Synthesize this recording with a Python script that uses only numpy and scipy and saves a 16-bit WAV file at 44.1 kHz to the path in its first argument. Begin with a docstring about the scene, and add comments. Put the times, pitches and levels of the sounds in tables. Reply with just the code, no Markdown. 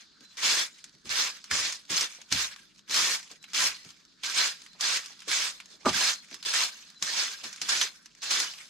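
"""Straw broom on packed earth

A straw broom sweeps leaves, twigs and grit by a plank wall: noise of random bristle slips in half-octave
bands, plus ringing stalks. Slaps, snaps and grit tick as short noise cracks or clicks; ground thuds and
duller knocks are resonant noise bursts. The handle rattles briefly on a bench edge, as struck modes.
Faint chirps and brief lower notes are throbbing narrow noise; open air is a banded noise bed."""
import sys
import numpy as np
from scipy import signal
from scipy.io import wavfile

SR = 44100
rng = np.random.default_rng(int(sys.argv[2]) if len(sys.argv) > 2 else 0)


def wav_out(sig):
    """Save sig, one row per channel (or a flat mono array), as 16-bit PCM at SR to the path in sys.argv[1]."""
    wavfile.write(sys.argv[1], SR, np.round(np.clip(np.atleast_2d(sig).T, -1, 1) * 32767).astype(np.int16))


N = 383229

# Broom strokes: touch t/s, resting level/dB, push t/s, rise to full/s, full level/dB, lift t/s,
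# lift level/dB, release/s, debris level/dB, debris decay/(dB/s), rumble/dB, brightness/dB, left-right/dB
STROKES = [(.365, -36, 0.41, 0.032, -24.5, 0.62, -27.5, .08, -56, 46, 2.5, -4, -1.5),
           (1.089, -30.5, 1.156, 0.033, -25.5, 1.276, -32.5, 0.049, -45, 170, 1, -13, -3),
           (1.496, -34, 1.5, 0.043, -28, 1.69, -32, .12, -57, 145, 3.5, -9, -2.5),
           (1.888, -31, 1.95, .04, -32, 2.035, -29.5, 0.048, -45.5, 85, 6.5, -6, -2.5),
           (2.303, -31, 2.372, .035, -27.5, 2.456, -35.5, 0.061, -51.5, 91, -2.5, 0, -2.5),
           (2.893, -34, 2.915, .055, -24, 3.152, -29, 0.039, -45.5, 150, 2, -0.5, -1.5),
           (3.532, -28, 3.576, .06, -24.5, 3.665, -27, 0.094, -50.5, 62, 0.5, 0.5, -1.8),
           (4.224, -35, 4.344, .04, -24, 4.478, -29.5, 0.098, -55, 49, 0.5, -9, -3),
           (4.791, -37.5, 4.805, 0.034, -27, 4.97, -30.5, 0.041, -44.5, 81.5, 1, -8, -3),
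           (5.27, -32, 5.3, .03, -26.5, 5.472, -31, 0.057, -48, 104, -4.5, -9, -3),
           (5.845, -34, 5.88, .015, -27, 5.895, -28.5, .016, -36, 298, 20, -30, -4.5),
           (5.92, -33.5, 5.935, 0.031, -25, 6.1, -26.5, 0.084, -51, 70, -2, -8, -3.5),
           (6.444, -32.5, 6.534, 0.018, -26, 6.637, -26, 0.073, -45.5, 70.5, -4, -6, -2),
           (7.01, -35, 7.1, 0.095, -28, 7.233, -30.5, 0.14, -48, 32, 1.5, -10, -3),
           (7.424, -37.5, 7.445, .02, -39.5, 7.38, -37.5, 0.14, -57, 80, 11, -6, -1),
           (7.602, -40.5, 7.678, 0.014, -26, 7.79, -29.5, .02, -60, 200, 0, -8, -2.3),
           (7.783, -31, 7.81, .01, -28, 7.835, -29, .07, -50, 150, 3, -6, -2.5),
           (8.215, -36, 8.297, .012, -26, 8.43, -30, .075, -44, 62, 2.5, -10, -2.5)]
# Feet and returning broom brushing the litter: peak t/s, level/dB, length/s
SCUFFS = [(0.0, -52, .12), (0.241, -57, 0.086), (0.335, -58.5, 0.12), (1.076, -44, 0.055), (1.36, -49, .07),
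          (1.46, -57, .06), (2.518, -45, 0.053), (2.64, -58.5, .08), (2.787, -65, 0.062),
          (2.89, -48, 0.028), (3.267, -56, .08), (3.315, -47, 0.043), (3.362, -58, 0.065), (3.43, -58, .05),
          (3.499, -55.5, 0.087), (3.89, -56.5, 0.13), (4.65, -57, 0.08), (5.11, -51.5, .08),
          (5.22, -57, 0.069), (5.72, -53.5, 0.14), (5.829, -59, 0.086), (6.34, -50, 0.11),
          (6.402, -58, 0.061), (6.441, -47, .02), (7.5, -47, .06), (7.97, -54, .06), (8.06, -62, .06),
          (8.18, -61, .05), (8.602, -50.5, 0.13)]
# Bristle scratch spectrum: f/Hz, relative density/dB
SCRATCH = [(26, -65), (45, -31), (153, -22), (269, -13.5), (327, -11.5), (408, -13.5), (547, -13),
           (734, -16), (1570, -3), (1730, 1.5), (2500, -7), (3040, 0), (5740, 1.5), (12000, -18),
           (15700, -18.5)]
# Ringing of the bound bundle: f/Hz, width/Hz, gain/dB
STRAW = [(1068, 243, 1), (1554, 39, 3), (2270, 237, 0.5), (5030, 410, -7)]
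# Bristle slaps, twig snaps, clearest grit: t/s, peak level/dB, centre f/Hz
TICKS = [(0.2075, -41, 4010), (0.3707, -31, 4650), (0.4319, -15.5, 3380), (0.8412, -30.5, 6800),
         (0.8939, -43, 4280), (0.9507, -43.5, 3940), (1.055, -33, 3990), (1.0929, -21, 4810),
         (1.4416, -29, 4960), (1.512, -14, 1600), (1.724, -20.5, 6230), (1.8517, -41, 4040),
         (1.9051, -28, 5240), (1.9677, -14.5, 4560), (1.9779, -12, 4360), (2.0094, -12.5, 5460),
         (2.2156, -33, 5870), (2.3239, -9.5, 5360), (2.5613, -31, 1610), (2.76, -46, 4400),
         (2.7922, -40, 3850), (2.8783, -41, 2890), (2.8958, -26, 4650), (2.9093, -21, 4980),
         (2.9428, -12, 4870), (3.2286, -34, 4990), (3.3139, -31, 5930), (3.4276, -39.5, 6990),
         (3.4406, -32.5, 2400), (3.5334, -24.5, 5790), (3.546, -22, 5500), (3.8484, -37, 3980),
         (3.8901, -39, 3210), (3.9043, -35, 5600), (4.051, -43, 5580), (4.2345, -20.5, 3740),
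         (4.3765, -13.5, 5230), (4.6184, -34.5, 4860), (4.6628, -33, 1870), (4.7315, -41, 3970),
         (4.8092, -13.5, 5860), (5.0594, -27, 5150), (5.1921, -39, 3970), (5.2036, -35, 4500),
         (5.22, -32.5, 1740), (5.2813, -22.5, 5330), (5.3148, -17, 2420), (5.6017, -28, 2320),
         (5.658, -37, 6420), (5.8563, -20, 1530), (5.8767, -24, 4800), (5.93, -21.5, 1590),
         (6.2861, -43, 2150), (6.3121, -34, 1600), (6.343, -26.5, 5560), (6.4273, -28, 3770),
         (6.45, -26, 3440), (6.537, -16.5, 1570), (6.901, -37, 4530), (7.0248, -13.5, 5757),
         (7.44, -26.5, 4430), (7.5283, -29.5, 5660), (7.5607, -31.5, 5820), (7.6158, -15.5, 5300),
         (7.6912, -13.5, 5700), (7.7797, -26, 3430), (7.813, -8, 3400), (8.0586, -33, 5200),
         (8.15, -39.5, 5609), (8.2197, -31, 4820), (8.2367, -26, 6650), (8.3095, -15.5, 3820),
         (8.4003, -13, 6030), (8.537, -30, 2780)]
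# Low bursts (ground thuds, duller ticks and knocks near 600-700 Hz):
# t/s, burst level/dB, burst centre f/Hz, shudder level/dB
LOW_BURSTS = [(0.209, -51.5, 212, -78), (.94, -58, 180, -65), (1.051, -44.5, 176, -51),
              (1.515, -41, 150, -44), (1.905, -37, 191, -52), (2.185, -52, 600, -75),
              (2.321, -34, 140, -41), (2.895, -53, 288, -53), (2.985, -46, 150, -62), (3.31, -51, 300, -72),
              (3.647, -44.5, 176, -58), (3.853, -50.5, 164, -74), (4.75, -56, 600, -80),
              (5.098, -53, 700, -80), (5.277, -39.5, 270, -56), (5.858, -23, 600, -44),
              (5.895, -34, 140, -48), (5.945, -39, 160, -55), (6.008, -29, 700, -60),
              (6.317, -45.5, 256, -68), (6.46, -44, 300, -68), (7.019, -47, 160, -75),
              (7.45, -47, 220, -70), (7.62, -47, 200, -75)]
# Handle bouncing on the bench edge: t/s, strength/dB
HANDLE_BOUNCES = [(5.85, -37.5), (5.858, -25.5), (5.861, -22.5), (5.8651, -22), (5.882, -29)]
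# Bench modes: f/Hz, level/dB, t60/s
BENCH_MODES = [(221, -4, .1), (266, -6, .09), (369, -1, .08), (476, -10, .06), (616, -3, .08),
               (683, -8, .06), (808, -5, .08), (924, -4, .07), (1007, -9, .06), (1188, 5, .05),
               (1500, -8, .04), (2185, -11, .04)]
# Wall and earth-bank echoes: delay/s, left level/dB, right level/dB
WALL_ECHOES = [(.004, -33, -35), (.011, -29, -21), (0.022, -13.5, -18)]
# Narrow chirps (insect-like near 4 kHz, brief notes near 1.6 kHz): start t/s, length/s, f/Hz, level/dB
CHIRPS = [(0.09, 0.1, 4120, -68), (0.198, 0.16, 4050, -58.5), (0.678, .12, 3870, -65),
          (2.497, 0.036, 1600, -51), (2.58, 0.023, 1620, -57), (2.615, 0.041, 1620, -65),
          (2.77, 0.089, 4040, -75), (3.152, 0.062, 1590, -58), (3.33, 0.038, 1600, -68),
          (3.375, 0.14, 3990, -59), (4.063, 0.11, 4100, -80), (4.272, 0.027, 1620, -40.5),
          (4.533, 0.04, 1620, -63), (4.664, 0.12, 4100, -60), (5.928, 0.042, 1600, -37),
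          (6.71, 0.041, 1560, -55), (6.933, 0.087, 4020, -58), (7.048, 0.072, 1594, -44.5),
          (7.31, 0.072, 1610, -51)]
# Open-air spectrum: f/Hz, relative density/dB
AIR = [(16, -45), (28, 12), (97, -5), (174, 14.5), (288, 9), (766, -11), (1610, 5), (2660, -59),
       (3950, 8.5), (5580, -2), (7270, -18), (9470, -57), (12000, -27), (15700, -48)]
# Air hiss above 1 kHz, relative to the bass: t/s, level/dB
AIR_TREBLE = [(0, 2.5), (1.0, -2.5), (1.85, -1), (2.85, -3), (4.15, -1), (5.2, 2), (6.25, 1), (7.0, 1),
              (7.6, -2), (8.1, -4), (8.69, 1)]
# Left-right likeness of banded noise: f/Hz, correlation (no unit)
LIKENESS = [(60, 0.71), (250, 0.37), (640, 0.38), (1400, 0.54), (3100, 0.56), (6800, 0.65), (15000, 0.1)]

STILL_DB = -75  # litter at rest
APPROACH_S, APPROACH_DB = .03, 14.5  # first tips brush the litter before touch
TOUCH_S, TOUCH_RISE_DB = .015, 23.5
TOUCH_RUMBLE_DB = -2  # added at touch: tips alone move little earth
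LIFT_BRIGHT_DB, LIFT_PAN_DB = 4, 1  # added from full push to lift: tips speed up; image moves left
DEBRIS_RUMBLE_DB, DEBRIS_BRIGHT_DB, DEBRIS_PAN_DB = -2, 0, -1
FULL_SLIPS_PER_S, SLIP_SPREAD_DB = 6000, 3
STALK_CYCLES, STALK_DB, PLUCKS_PER_S = 90, -17, 600  # cycles per t60; plucks per stalk
TICK_LOW_HZ, TICK_TOP_HZ = 1080, 7550
TICK_PAN_DB, TICK_SCATTER_DB = -0.5, 0.5
GRIT_PER_S, GRIT_DB = 70, 7.5  # level relative to the broom, before the band-pass
BURST_T60_S, SHUDDER_T60_S = .15, .34
SHUDDER_PITCH = 0.44  # share of burst centre
CHIRP_WIDTH_HZ, CHIRP_THROB_HZ = 66, 45
AIR_DB = -67.5
MIC_LOW_HZ, CUTOFF_HZ = 34.8, 16050
MIC_SHELF_HZ, MIC_SHELF_DB = 8230, -3


def from_db(db):
    """Decibels to gain."""
    return 10 ** (np.asarray(db) / 20)


def rms_one(x):
    """Scale to rms 1."""
    return x / np.sqrt(np.mean(x ** 2) + 1e-20)


def in_time(rows):
    """Interpolate each column of a curve table at every sample."""
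    s, *columns = np.transpose(rows)
    return [np.interp(np.arange(N) / SR, s, c) for c in columns]


def at_hz(points, hz):
    """Read a spectrum table on a log-frequency axis."""
    f, values = np.array(points).T
    return np.interp(np.log(hz), np.log(f), values)


def sides(pan_db):
    """Left and right gains; positive pan favours the left."""
    return from_db(np.array([pan_db / 2, -pan_db / 2]))


def drift(rate_hz):
    """Slow chance at rms 1: coarse noise through a double one-pole low-pass, then interpolated."""
    r = np.exp(-80 * np.pi * rate_hz / SR)  # one draw per 40 samples
    noise = rng.standard_normal(N // 40 + 2002)
    slow = signal.lfilter([1], [1, -2 * r, r * r], noise)[2000:]
    return np.interp(np.arange(N) / 40, np.arange(len(slow)), rms_one(slow))


def resonance(x, hz, width_hz):
    """Two-pole band-pass with about unit peak gain."""
    r = np.exp(-np.pi * width_hz / SR)
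    zeros = np.array([1, 0, -1]) * (1 - r * r) / 2
    return signal.lfilter(zeros, [1, -2 * r * np.cos(2 * np.pi * hz / SR), r * r], x)


def ring(clicks, hz, t60_s):
    """Decaying sine: a unit click starts it at height 1."""
    r, w = from_db(-60 / (t60_s * SR)), 2 * np.pi * hz / SR
    return signal.lfilter([0, np.sin(w)], [1, -2 * r * np.cos(w), r * r], clicks + 1e-18)


def coloured(white, spectrum, shape_db):
    """Half-octave bands of (2 draws, mid/side, N) into stereo; shape_db(hz) moves each band in time."""
    out, power = 0, 0
    edges = 28 * 2 ** np.arange(0, 9.6, .5)
    for k, (low, high) in enumerate(zip(edges, edges[1:])):
        band = signal.butter(2, [low, high], "band", fs=SR, output="sos")
        mid, side = signal.sosfilt(band, white[k % 2])  # neighbours use different draws
        hz = np.sqrt(low * high)
        alike = np.clip(at_hz(LIKENESS, hz), 0, 1)
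        level = from_db(at_hz(spectrum, hz))
        power += level ** 2 * (high - low) * 2 / SR
        stereo = np.sqrt(1 + alike) * mid + np.sqrt(1 - alike) * side * [[1], [-1]]
        out = out + level * from_db(shape_db(hz)) * stereo
    return out / np.sqrt(power)


def sweeping():
    """Broom level, rumble, brightness and pan: touch, rest, push, drag, lift, debris settling; plus scuffs."""
    t, power, colour = np.arange(N) / SR, from_db(2 * STILL_DB), []
    for (touch, rest_db, push, rise, full_db, lift, lift_db, release,
         debris_db, settles, rumble, bright, pan) in STROKES:
        times = np.maximum.accumulate([touch - APPROACH_S, touch, touch + TOUCH_S, push, push + rise,
                                       lift, lift + release, lift + release + 1])
        tips_db = rest_db - TOUCH_RISE_DB
        levels = [tips_db - APPROACH_DB, tips_db, rest_db, rest_db, full_db,
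                  lift_db, debris_db, debris_db - settles]
        active = (t >= times[0]) * (t < times[-1])
        power = power + from_db(2 * np.interp(t, times, levels)) * active
        colour += [(touch, rumble + TOUCH_RUMBLE_DB, bright, pan),
                   (times[4], rumble, bright, pan),
                   (times[5], rumble, bright + LIFT_BRIGHT_DB, pan + LIFT_PAN_DB),
                   (times[6], DEBRIS_RUMBLE_DB, DEBRIS_BRIGHT_DB, DEBRIS_PAN_DB)]
    for s, db, length_s in SCUFFS:
        power = power + from_db(2 * db) * np.exp(-(4 * (t - s) / length_s) ** 2)
    return [10 * np.log10(power), *in_time(sorted(colour))]


def bristles(level_db, rumble_db, bright_db, pan_db):
    """Tips slip at random moments with uneven force; bunches of them catch and let go together."""
    shape = (2, 2, N)
    spread_db = SLIP_SPREAD_DB * np.minimum(rng.exponential(1, shape), 5)
    sizes = from_db(spread_db) * rng.choice([-1, 1], shape)
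    busy = np.clip(from_db(.4 * (level_db + 29)), .05, 1)  # harder stroke, more tips slipping
    slips = sizes * (rng.random(shape) < FULL_SLIPS_PER_S * busy / SR) / np.sqrt(busy)
    rub = rms_one(rms_one(slips) + 0.66 * rng.standard_normal(shape))
    uneven = 1.0 + 2.84 * (1 - busy)  # loose debris rustles more unevenly
    bunches_db = uneven * (drift(27.6) + 0.2 * drift(220))

    def shape_db(hz):
        """Low bands follow rumble, top bands brightness; each band is patchy."""
        low = np.clip(np.log2(1200 / hz), 0, 1)
        top = np.clip(np.log2(hz / 5500), 0, 1)
        patches_db = 1.27 * uneven * drift(13.4)
        return low * rumble_db + top * bright_db + (1 - low) * bunches_db + patches_db

    scratch = coloured(rub, SCRATCH, shape_db)
    bundle = sum(from_db(db) * resonance(scratch, hz, width_hz) for hz, width_hz, db in STRAW)
    return from_db(level_db - 5.5) * sides(pan_db) * (scratch + bundle)


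def stalks(level_db, pan_db):
    """Single stalks are rubbed in short runs and ring at their own pitch, each from its own place."""
    out = np.zeros((2, N))
    for hz in np.geomspace(500, 13000, num=90) * rng.uniform(0.96, 1.03, size=90):
        runs_db = 5 * drift(12)
        hits = rng.standard_normal(N) * (rng.random(N) < PLUCKS_PER_S / SR)
        plucks = hits * from_db(level_db + runs_db)
        gain = from_db(at_hz(SCRATCH, hz)) * (hz / 4000) ** 1.115
        tone = gain * ring(plucks, hz, STALK_CYCLES / hz)
        lag, place_db = rng.integers(-12, 13), rng.normal(0, 2.9)  # lag in samples
        out += sides(place_db)[:, None] * np.array([tone, np.roll(tone, lag)])
    high_pass = signal.butter(2, 400, "high", fs=SR, output="sos")  # a stalk moves no bass
    return from_db(STALK_DB) * sides(pan_db) * signal.sosfilt(high_pass, out)


def ticks():
    """Crack plus short noise tail, strongest round its centre; louder hits tend to last longer."""
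    out, t = np.zeros((2, N + SR)), np.arange(SR // 8) / SR
    band = signal.butter(2, [TICK_LOW_HZ, TICK_TOP_HZ], "band", fs=SR, output="sos")
    for s, db, hz in TICKS:
        mid, side = rng.standard_normal((2, len(t)))
        pan_db = rng.normal(TICK_PAN_DB, TICK_SCATTER_DB)
        t60_s = np.clip(0.052 + 0.0018 * (db + 29.5), .028, .07)
        tail = (1 - np.exp(-t / 0.00039)) * from_db(-60 * t / t60_s)
        crack = 1.1 * np.exp(-t / 0.00086)
        broad = signal.sosfilt(band, (mid + .5 * side * [[1], [-1]]) * (tail + crack))
        shaped = 0.49 * broad + resonance(broad, hz, 0.39 * hz)
        at = round(s * SR)
        out[:, at:at + len(t)] += from_db(db) * sides(pan_db)[:, None] * shaped / np.abs(shaped).max()
    return out[:, :N]


def grit(level_db):
    """Thrown grains: lone clicks at random moments, scaled by broom level, scattered left and right."""
    sizes = from_db(2.7 * np.minimum(rng.exponential(1, N), 4) + GRIT_DB + level_db)
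    clicks = sizes * (rng.random(N) < GRIT_PER_S / SR) * sides(rng.normal(0, 2.7, N))
    return resonance(clicks + 1e-18, 4500, 5400)


def bursts(rows, width_share, rise_s):
    """Noise bursts that die away, each coloured round its own centre."""
    out, t = np.zeros((2, N + SR)), np.arange(SR // 4) / SR
    for s, db, hz, t60_s in rows:
        mid, side = rng.standard_normal((2, len(t)))
        envelope = (1 - np.exp(-t / rise_s)) * from_db(-60 * t / t60_s)
        burst = (mid + 0.18 * side * [[1], [-1]]) * envelope
        shaped = resonance(resonance(burst, hz, width_share * hz), hz, 2 * width_share * hz)
        at = round((s - rise_s) * SR)
        out[:, at:at + len(t)] += from_db(db) * shaped / np.abs(shaped).max()
    return out[:, :N]


def low_bursts():
    """Ground thuds and duller ticks and knocks, each with a deeper, longer shudder under it."""
    upper = [(s, db, hz, BURST_T60_S) for s, db, hz, _ in LOW_BURSTS]
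    shudders = [(s, deep_db, SHUDDER_PITCH * hz, SHUDDER_T60_S) for s, _, hz, deep_db in LOW_BURSTS]
    return bursts(upper, 0.79, 0.00402) + bursts(shudders, 0.97, 0.01024)


def handle_knock():
    """Each handle bounce strikes every bench mode with a strength of its own."""
    times_s, strengths_db = np.array(HANDLE_BOUNCES).T
    at, out = [round(s * SR) for s in times_s], np.zeros(N)
    for k, (hz, level_db, t60_s) in enumerate(BENCH_MODES):
        clicks = np.zeros(N)
        clicks[at] = from_db(strengths_db + level_db + rng.normal(0, 0.63, len(at)))
        out += (-1) ** k * ring(clicks, hz, t60_s)  # neighbouring modes in opposite phase
    return out * sides(-2.5)[:, None]


def wall(x):
    """Adds dull echoes off the planks and earth bank: delayed, low-passed mono copies."""
    dull, out = signal.lfilter([.5], [1, -.5], x.mean(axis=0)), x.copy()
    for delay_s, left_db, right_db in WALL_ECHOES:
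        lag = round(delay_s * SR)
        out[:, lag:] += from_db([[left_db], [right_db]]) * dull[:-lag]
    return out


def chirps():
    """Narrow chirps and brief notes: noise twice through a narrow resonance, throbbing in level."""
    out = np.zeros((2, N))
    for s, length_s, hz, db in CHIRPS:
        at, t = round(s * SR), np.arange(round(length_s * SR)) / SR
        noise = rng.standard_normal((2, len(t)))
        tone = resonance(resonance(noise, hz, CHIRP_WIDTH_HZ), hz, CHIRP_WIDTH_HZ)
        stereo = rms_one(tone + tone[::-1] * 0.32)  # part of each side in the other
        throb = 1 + .3 * np.sin(2 * np.pi * (CHIRP_THROB_HZ * t + rng.random()))
        out[:, at:at + len(t)] += from_db(db) * stereo * throb * signal.windows.tukey(len(t), .8)
    return out


def air():
    """Open air: banded noise, each band drifting in level, treble on its own curve."""
    treble_db, = in_time(AIR_TREBLE)

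    def shape_db(hz):
        """Random drift per band, plus the treble curve above 1 kHz."""
        return 1.9 * drift(8.0) + (hz > 1000) * treble_db

    return from_db(AIR_DB) * coloured(rng.standard_normal((2, 2, N)), AIR, shape_db)


def scene():
    """Broom; ticks, grit, low bursts and handle knock with wall echoes; air and chirps."""
    level_db, rumble_db, bright_db, pan_db = sweeping()
    broom = bristles(level_db, rumble_db, bright_db, pan_db) + stalks(level_db, pan_db)
    impacts = ticks() + grit(level_db) + low_bursts() + handle_knock()
    return broom + wall(impacts) + air() + chirps()


def record(dry):
    """Microphone: high-pass on deep bass, downward treble shelf, steep low-pass at the top."""
    heard = signal.sosfilt(signal.butter(2, MIC_LOW_HZ, "high", fs=SR, output="sos"), dry)
    below = signal.sosfiltfilt(signal.butter(6, MIC_SHELF_HZ, fs=SR, output="sos"), heard)
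    heard = below + from_db(MIC_SHELF_DB) * (heard - below)
    return signal.sosfilt(signal.cheby2(12, 70, CUTOFF_HZ, fs=SR, output="sos"), heard)


dry = scene()
out = record(dry)
wav_out(out)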